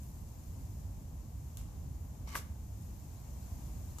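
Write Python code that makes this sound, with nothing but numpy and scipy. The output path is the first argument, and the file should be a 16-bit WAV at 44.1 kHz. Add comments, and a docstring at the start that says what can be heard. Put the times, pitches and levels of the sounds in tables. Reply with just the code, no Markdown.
"""A sword is sheathed over the shoulder, a few steps away in a windy forest clearing.
The tip ticks and skids on the scabbard's mouth, stick-slip friction rings the blade as it slides in,
and the guard knocks home with a short leathery swish. A second blade touches its scabbard at the end.
A far bird chirps. Trees scatter blades and bird, over wind rumble, leaf rustle and a fine hiss."""
import sys
import numpy as np
from scipy import signal
from scipy.fft import rfft, irfft
from scipy.io import wavfile
from scipy.ndimage import map_coordinates

SR = 44100
rng = np.random.default_rng(int(sys.argv[2]) if len(sys.argv) > 2 else 0)


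def waveform_to_disk(signal):
    """Save audio, clipped to [-1, 1], as 16-bit WAV at the path in sys.argv[1]."""
    frames = np.transpose(np.atleast_2d(signal))
    scaled = np.clip(frames, -1, 1) * 32767
    samples = np.round(scaled).astype(np.int16)
    wavfile.write(sys.argv[1], SR, samples)


N = 176400
T, HZ = np.arange(N) / SR, np.fft.rfftfreq(N, 1 / SR)
EDGE_HZ, TICK_RISE_S, BLADE_PAN_DB = 14620, .0003, 3

# background spectra: f/Hz, relative density/dB
WIND_SPECTRUM = [(12, -50), (20, -30), (36, -11), (50, -2.5), (65, 1), (100, -4), (160, -13), (236, -18.5),
                 (310, -24.5), (400, -34), (700, -45), (2000, -83)]
LEAF_SPECTRUM = [(200, -15), (420, -2), (620, 0.5), (800, 0.5), (1030, -2), (1350, -11.5), (2000, -17),
                 (6000, -23), (12000, -41)]
HISS_SPECTRUM = [(700, -36), (1500, -1.5), (2500, -0.5), (3400, -4), (4000, -1.5), (5000, 1), (6200, 4),
                 (7400, 5.5), (8300, 0), (11000, 2.5), (12800, 2), (13600, 9), (14500, 1)]
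SHEEN_SPECTRUM = [(6000, -27), (9000, -6.5), (12500, -2), (14500, -3)]
# background level curves: t/s, level/dB
WIND_LEVEL = [(0, -45), (.6, -43.5), (1.4, -44.5), (2.2, -43.5), (2.7, -44.5), (3.3, -44.5), (3.8, -42.5),
              (4, -44.5)]
LEAF_LEVEL = [(0, -65.5), (.8, -65), (1.4, -65.5), (2.2, -64), (2.7, -66), (3.3, -62.5), (3.65, -62),
              (4, -63.5)]
HISS_LEVEL = [(0, -61.5), (.25, -62.5), (.6, -61.5), (.92, -64), (1.5, -63.5), (2.2, -64), (2.7, -64),
              (2.85, -61.5), (3.15, -61.5), (3.5, -60), (4, -59.5)]
# stereo width: f/Hz, left-right correlation
AIR_CORRELATION = [(30, .97), (120, 0.95), (250, 0.92), (450, 0.49), (900, 0.15), (2000, 0.039),
                   (5000, 0.17), (14000, 0.1)]
SWORD_CORRELATION = [(400, 0.95), (2000, 0.24), (4000, 0.23), (7000, -0.16), (14000, -0.058)]
# stereo balance: f/Hz, left-right/dB
AIR_BALANCE = [(60, -1.5), (200, 0), (700, -1.5), (1300, 1.5), (2000, 2.5), (4200, 2), (5200, 5),
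               (6300, 10), (7300, 12), (8200, 3), (10800, 2), (12200, -4.5), (14500, 1)]
SWORD_BALANCE = [(500, 2), (2500, 3), (4500, 0), (6800, 4), (9000, 0.5), (11000, 0), (14000, -6.5)]
# decay of the scatter from the trees: f/Hz, t60/s
TREE_DECAY = [(300, 0.52), (1200, 0.41), (3000, 0.44), (7000, 0.38), (14000, 0.26)]
# bird chirps: t/s, level/dB
BIRD_CHIRPS = [(3.158, -75), (3.403, -74), (3.878, -75)]
# steel touching scabbard mouth and harness fittings: t/s, relative level/dB, left-right/dB
STEEL_TICKS = [(.0335, -44, 3), (1.5715, -32.5, 2.5), (1.612, -46.5, 0), (2.346, -43, 1), (2.3529, -37, -2),
               (2.8226, -50, 3), (2.9986, -49, 3), (3.985, -38.5, 4)]
# tone of the ticks: f/Hz, gain/dB
TICK_FILTER = [(500, -16), (1600, -6), (3300, -3), (4500, -4.5), (6000, 3), (7200, 3.5), (8300, 3.5),
               (11000, 4.5), (14000, 1.5)]
# sword knocking on scabbard: t/s, level/dB, f/Hz, t60/s
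SCABBARD_KNOCKS = [(1.6115, -55, 1250, .016), (2.2753, -44, 900, 0.0096), (2.347, -40, 1000, .009),
                   (2.3518, -37.5, 2120, 0.024), (2.3546, -24, 1620, 0.0052), (2.3569, -27.7, 1154, 0.011),
                   (2.3587, -34, 1140, 0.0042), (2.3652, -43, 1600, .012), (2.3738, -38, 1220, 0.022),
                   (2.379, -39.5, 1220, .015), (3.985, -48, 1250, .02)]
# modes: f/Hz, relative level/dB, t60/s
FREE_BLADE_MODES = [(2800, -12, .7), (3620, -10, .35), (5254, -5, .3), (7010, -3, .3), (7250, 3, .12),
                    (7897, -5, .3)]  # first blade in the open
DAMPED_BLADE_MODES = [(1160, 7, 0.014), (2170, 1.5, 0.021), (3000, -7, .033), (3800, -12, 0.03),
                      (4350, -10, 0.025), (4900, -13, .025), (5680, -12, .04), (6360, -12, 0.03),
                      (7180, -12, .04)]  # first blade in the scabbard
SECOND_BLADE_MODES = [(980, -2, 0.093), (2880, -12, .2), (3950, -12, .13), (4530, -9, .16), (5460, -12, .1),
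                      (6691, 0.5, .06), (7340, -7, .06), (7820, 1, .11), (9100, -7, .05)]
SCABBARD_MODES = [(520, 1, 0.079), (790, -1.5, 0.039), (970, 1, 0.05), (2890, 0, .03)]
# contact noise spectra: f/Hz, relative density/dB
SKID_SPECTRUM = [(500, -10), (1100, 3), (1600, -3), (3000, 0), (4300, -4), (6000, -2), (7200, 4),
                 (8500, -3), (14500, -2)]  # tip on rim
RASP_SPECTRUM = [(300, -13), (900, -7), (1900, 0), (2800, -1), (3500, -4), (4500, -1), (7500, -2),
                 (9500, -8), (14500, -6.5)]  # blade along scabbard
SWISH_SPECTRUM = [(250, -13), (450, 1), (1200, -6), (2000, -4.5), (2800, -3), (4100, -5), (5700, 0.5),
                  (7700, 0), (10000, -1), (12000, -1), (14500, -4)]  # blade wedging into leather
ZING_SPECTRUM = [(11000, -33), (11800, 2), (12200, 0), (12900, -30)]  # steel at the tightest rub
SNAP_SPECTRUM = [(3000, -12), (5000, -5), (8500, -7), (9800, 0), (11200, 1), (12600, -4), (14500, 0)]  # guard on rim
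CRUNCH_SPECTRUM = [(250, -14), (480, 0), (700, -1), (950, .5), (1700, -1), (2500, -5), (4000, -9),
                   (8000, -30)]  # leather under guard


def amp(db):
    """Decibels to gain."""
    return 10 ** (np.asarray(db) / 20)


def unit(x):
    """Scale to rms 1."""
    return x / np.sqrt(np.mean(x ** 2) + 1e-20)


def read(table, hz):
    """Interpolate on a log-frequency axis."""
    table_hz, value = np.transpose(table)
    return np.interp(np.log(hz + 1), np.log(table_hz + 1), value)


def pan(db):
    """Left and right gains for a level difference."""
    return amp(np.array([[.5], [-.5]]) * db)


def envelope(start_s, rise_s, hold_s, t60_s):
    """Linear attack; exponential release from hold_s after the start."""
    t = T - start_s
    return np.clip(t / rise_s, 0, 1) * amp(-60 * np.maximum(t - hold_s, 0) / t60_s)


def noise():
    """White noise, two independent channels."""
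    return rng.standard_normal((2, N))


def colour(pair, spectrum, correlation=SWORD_CORRELATION, pan_db=read(SWORD_BALANCE, HZ)):
    """Give two independent signals a spectrum, correlation and balance; rms 1."""
    left, other = rfft(pair)
    c = np.clip(read(correlation, HZ), -1, 1)
    right = c * left + np.sqrt(1 - c ** 2) * other
    return unit(irfft(np.array([left, right]) * amp(read(spectrum, HZ)) * pan(pan_db), N))


def air(spectrum, level_db, waver_db):
    """Continuous noise, level wavering at 1-20 Hz."""
    waver = sum(np.sin(2 * np.pi * (hz * T + rng.random())) / np.sqrt(hz)
                for hz in np.geomspace(1, 20, 20))
    steady = colour(noise(), spectrum, AIR_CORRELATION, read(AIR_BALANCE, HZ))
    return steady * amp(level_db + waver_db * unit(waver))


def wind():
    """Low rumble, swelling with the gusts."""
    return air(WIND_SPECTRUM, np.interp(T, *np.transpose(WIND_LEVEL)), waver_db=.81)


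def leaves():
    """Midrange rustle of foliage."""
    return air(LEAF_SPECTRUM, np.interp(T, *np.transpose(LEAF_LEVEL)), waver_db=.5)


def hiss():
    """Fine hiss, briefly brighter at the start."""
    bed = air(HISS_SPECTRUM, np.interp(T, *np.transpose(HISS_LEVEL)), waver_db=.3)
    sheen = air(SHEEN_SPECTRUM, level_db=-61.5, waver_db=3)
    return bed + sheen * envelope(0, rise_s=.02, hold_s=.22, t60_s=.17)


def scatter(x, decay):
    """Many weak reflections, each band decaying at its own rate."""
    hz, t, bands = signal.stft(rng.standard_normal((2, SR)), SR, nperseg=256)
    tail = signal.istft(bands * amp(-60 * t / read(decay, hz)[:, None]), SR, nperseg=256)[1]
    return signal.fftconvolve(x, tail / np.linalg.norm(tail[0]), axes=1)[:, :N]


def bird(length_s=.061, start_hz=3650, sweep_hz_per_s=20000):
    """Faint rising whistles from the trees."""
    out = np.zeros(N)
    for start_s, db in BIRD_CHIRPS:
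        t = np.clip(T - start_s, 0, length_s)
        swell = np.sin(np.pi * (t / length_s) ** .7)
        out += amp(db) * swell * np.sin(2 * np.pi * (start_hz + sweep_hz_per_s * t / 2) * t)
    return out


def slips(rate_per_s=2000, spread_db=1.8):
    """Stick-slip friction: dense clicks of uneven size, two channels."""
    size = amp(spread_db * np.minimum(rng.exponential(1, (2, N)), 3))
    return unit(size * noise() * (rng.random((2, N)) < rate_per_s / SR))


def ring(modes):
    """Decaying modes; left-right phase spread grows with frequency."""
    t = T[:SR // 2]
    out = np.zeros((2, len(t)))
    for hz, db, t60_s in modes:
        offset_cycles = rng.random((2, 1)) * min(hz / EDGE_HZ, 1)
        out += amp(db - 60 * t / t60_s) * np.sin(2 * np.pi * (hz * t + offset_cycles))
    return out


def struck(modes, start_s, level_db, pan_db):
    """Blade or scabbard rung by one touch."""
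    delayed = np.pad(ring(modes), ((0, 0), (round(start_s * SR), N)))[:, :N]
    return delayed * amp(level_db) * pan(pan_db)


def ticks(near_t60_s=.22):
    """Bright bursts of steel contact, scattered by nearby grass and leaves."""
    out = np.zeros((2, N))
    for start_s, db, pan_db in STEEL_TICKS:
        burst = noise() * envelope(start_s, TICK_RISE_S, TICK_RISE_S, t60_s=.005)
        out += .5 * amp(db) * pan(pan_db) * burst
    out += scatter(out, [(EDGE_HZ, near_t60_s)])
    return irfft(rfft(out) * amp(read(TICK_FILTER, HZ)) * pan(read(SWORD_BALANCE, HZ)), N)


def skid(level_db=-61):
    """The tip scrapes lightly round the scabbard's mouth."""
    scrape = colour(slips(), SKID_SPECTRUM)
    return amp(level_db) * scrape * envelope(1.569, rise_s=.003, hold_s=.02, t60_s=.45)


def squeak(hz=5750, level_db=-57.5):
    """One blade mode sings briefly on entry."""
    tone = np.sin(2 * np.pi * hz * T) * envelope(2.276, rise_s=.0039, hold_s=.009, t60_s=.04)
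    return amp(level_db) * tone * pan(BLADE_PAN_DB)


def slide(start_s=2.262, home_s=2.362, level_db=-55, swell_db=3, bend_hz=25, bend_depth=.0072):
    """Friction rasps and rings the blade under a firming push; the shifting grip bends its modes."""
    rates_hz = np.geomspace(bend_hz / 2, bend_hz * 2, 10)
    bend = unit(sum(np.sin(2 * np.pi * (hz * T + rng.random())) for hz in rates_hz))
    position_samples = np.cumsum(1 + bend_depth * bend)
    ringing = unit(signal.fftconvolve(slips(), ring(DAMPED_BLADE_MODES), axes=1)[:, :N])
    singing = np.array([map_coordinates(side, [position_samples], order=3) for side in ringing])
    rasp = colour(slips(), RASP_SPECTRUM)
    push = amp(level_db + np.interp(T, [start_s, home_s], [-swell_db / 2, swell_db / 2]))
    contact = envelope(start_s, rise_s=.02, hold_s=home_s - start_s, t60_s=.18)
    return (singing * pan(BLADE_PAN_DB) + rasp) * push * contact


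def knocks(rise_s=.0005, right_lag_s=.00007, overtone_ratio=1.82, overtone_db=-13, pan_db=2.5):
    """The sword chatters on the scabbard: short hollow knocks."""
    out = np.zeros((2, N))
    for start_s, db, hz, t60_s in SCABBARD_KNOCKS:
        phase = 2 * np.pi * hz * np.array([T - start_s, T - start_s - right_lag_s])
        tone = np.sin(phase) + amp(overtone_db) * np.sin(overtone_ratio * phase)
        out += amp(db) * tone * envelope(start_s, rise_s, rise_s, t60_s)
    return out * pan(pan_db)


def guard(snap_db=-35, crunch_db=-46):
    """The guard lands: steel snaps on the rim, leather crunches under it."""
    snap = colour(noise(), SNAP_SPECTRUM, pan_db=0)
    snap *= envelope(2.3532, TICK_RISE_S, TICK_RISE_S, t60_s=.012)
    crunch = colour(noise() + slips(), CRUNCH_SPECTRUM, pan_db=0)
    crunch *= envelope(2.346, rise_s=.006, hold_s=.006, t60_s=.2)
    return amp(snap_db) * snap + amp(crunch_db) * crunch


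def swish(rub_db=-42.2, zing_db=-50, grain=.73):
    """The blade wedges into the leather: a bright rub with a thin steel zing."""
    rub = colour(noise() + grain * slips(), SWISH_SPECTRUM)
    rub *= envelope(2.35, rise_s=.0089, hold_s=.028, t60_s=.15)
    zing = colour(slips(), ZING_SPECTRUM)
    zing *= envelope(2.355, rise_s=.004, hold_s=.016, t60_s=.05)
    return amp(rub_db) * rub + amp(zing_db) * zing


def scene(trees_db=-13):
    """Blades and bird among the trees, over wind, leaves and hiss."""
    direct = ticks() + skid()
    direct += struck(FREE_BLADE_MODES, start_s=1.5718, level_db=-64, pan_db=3)
    direct += squeak() + slide() + knocks() + guard() + swish()
    direct += struck(SCABBARD_MODES, start_s=2.3535, level_db=-48, pan_db=1)
    direct += struck(SECOND_BLADE_MODES, start_s=3.985, level_db=-53.5, pan_db=8)
    direct += bird()
    background = wind() + leaves() + hiss()
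    return background + direct + amp(trees_db) * scatter(direct, TREE_DECAY)


def record(dry):
    """Steep low-pass at EDGE_HZ."""
    lowpass = signal.firwin(2047, EDGE_HZ, window=("kaiser", 8), fs=SR)
    return signal.oaconvolve(dry, lowpass[None], "same")


dry = scene()
out = record(dry)
waveform_to_disk(out)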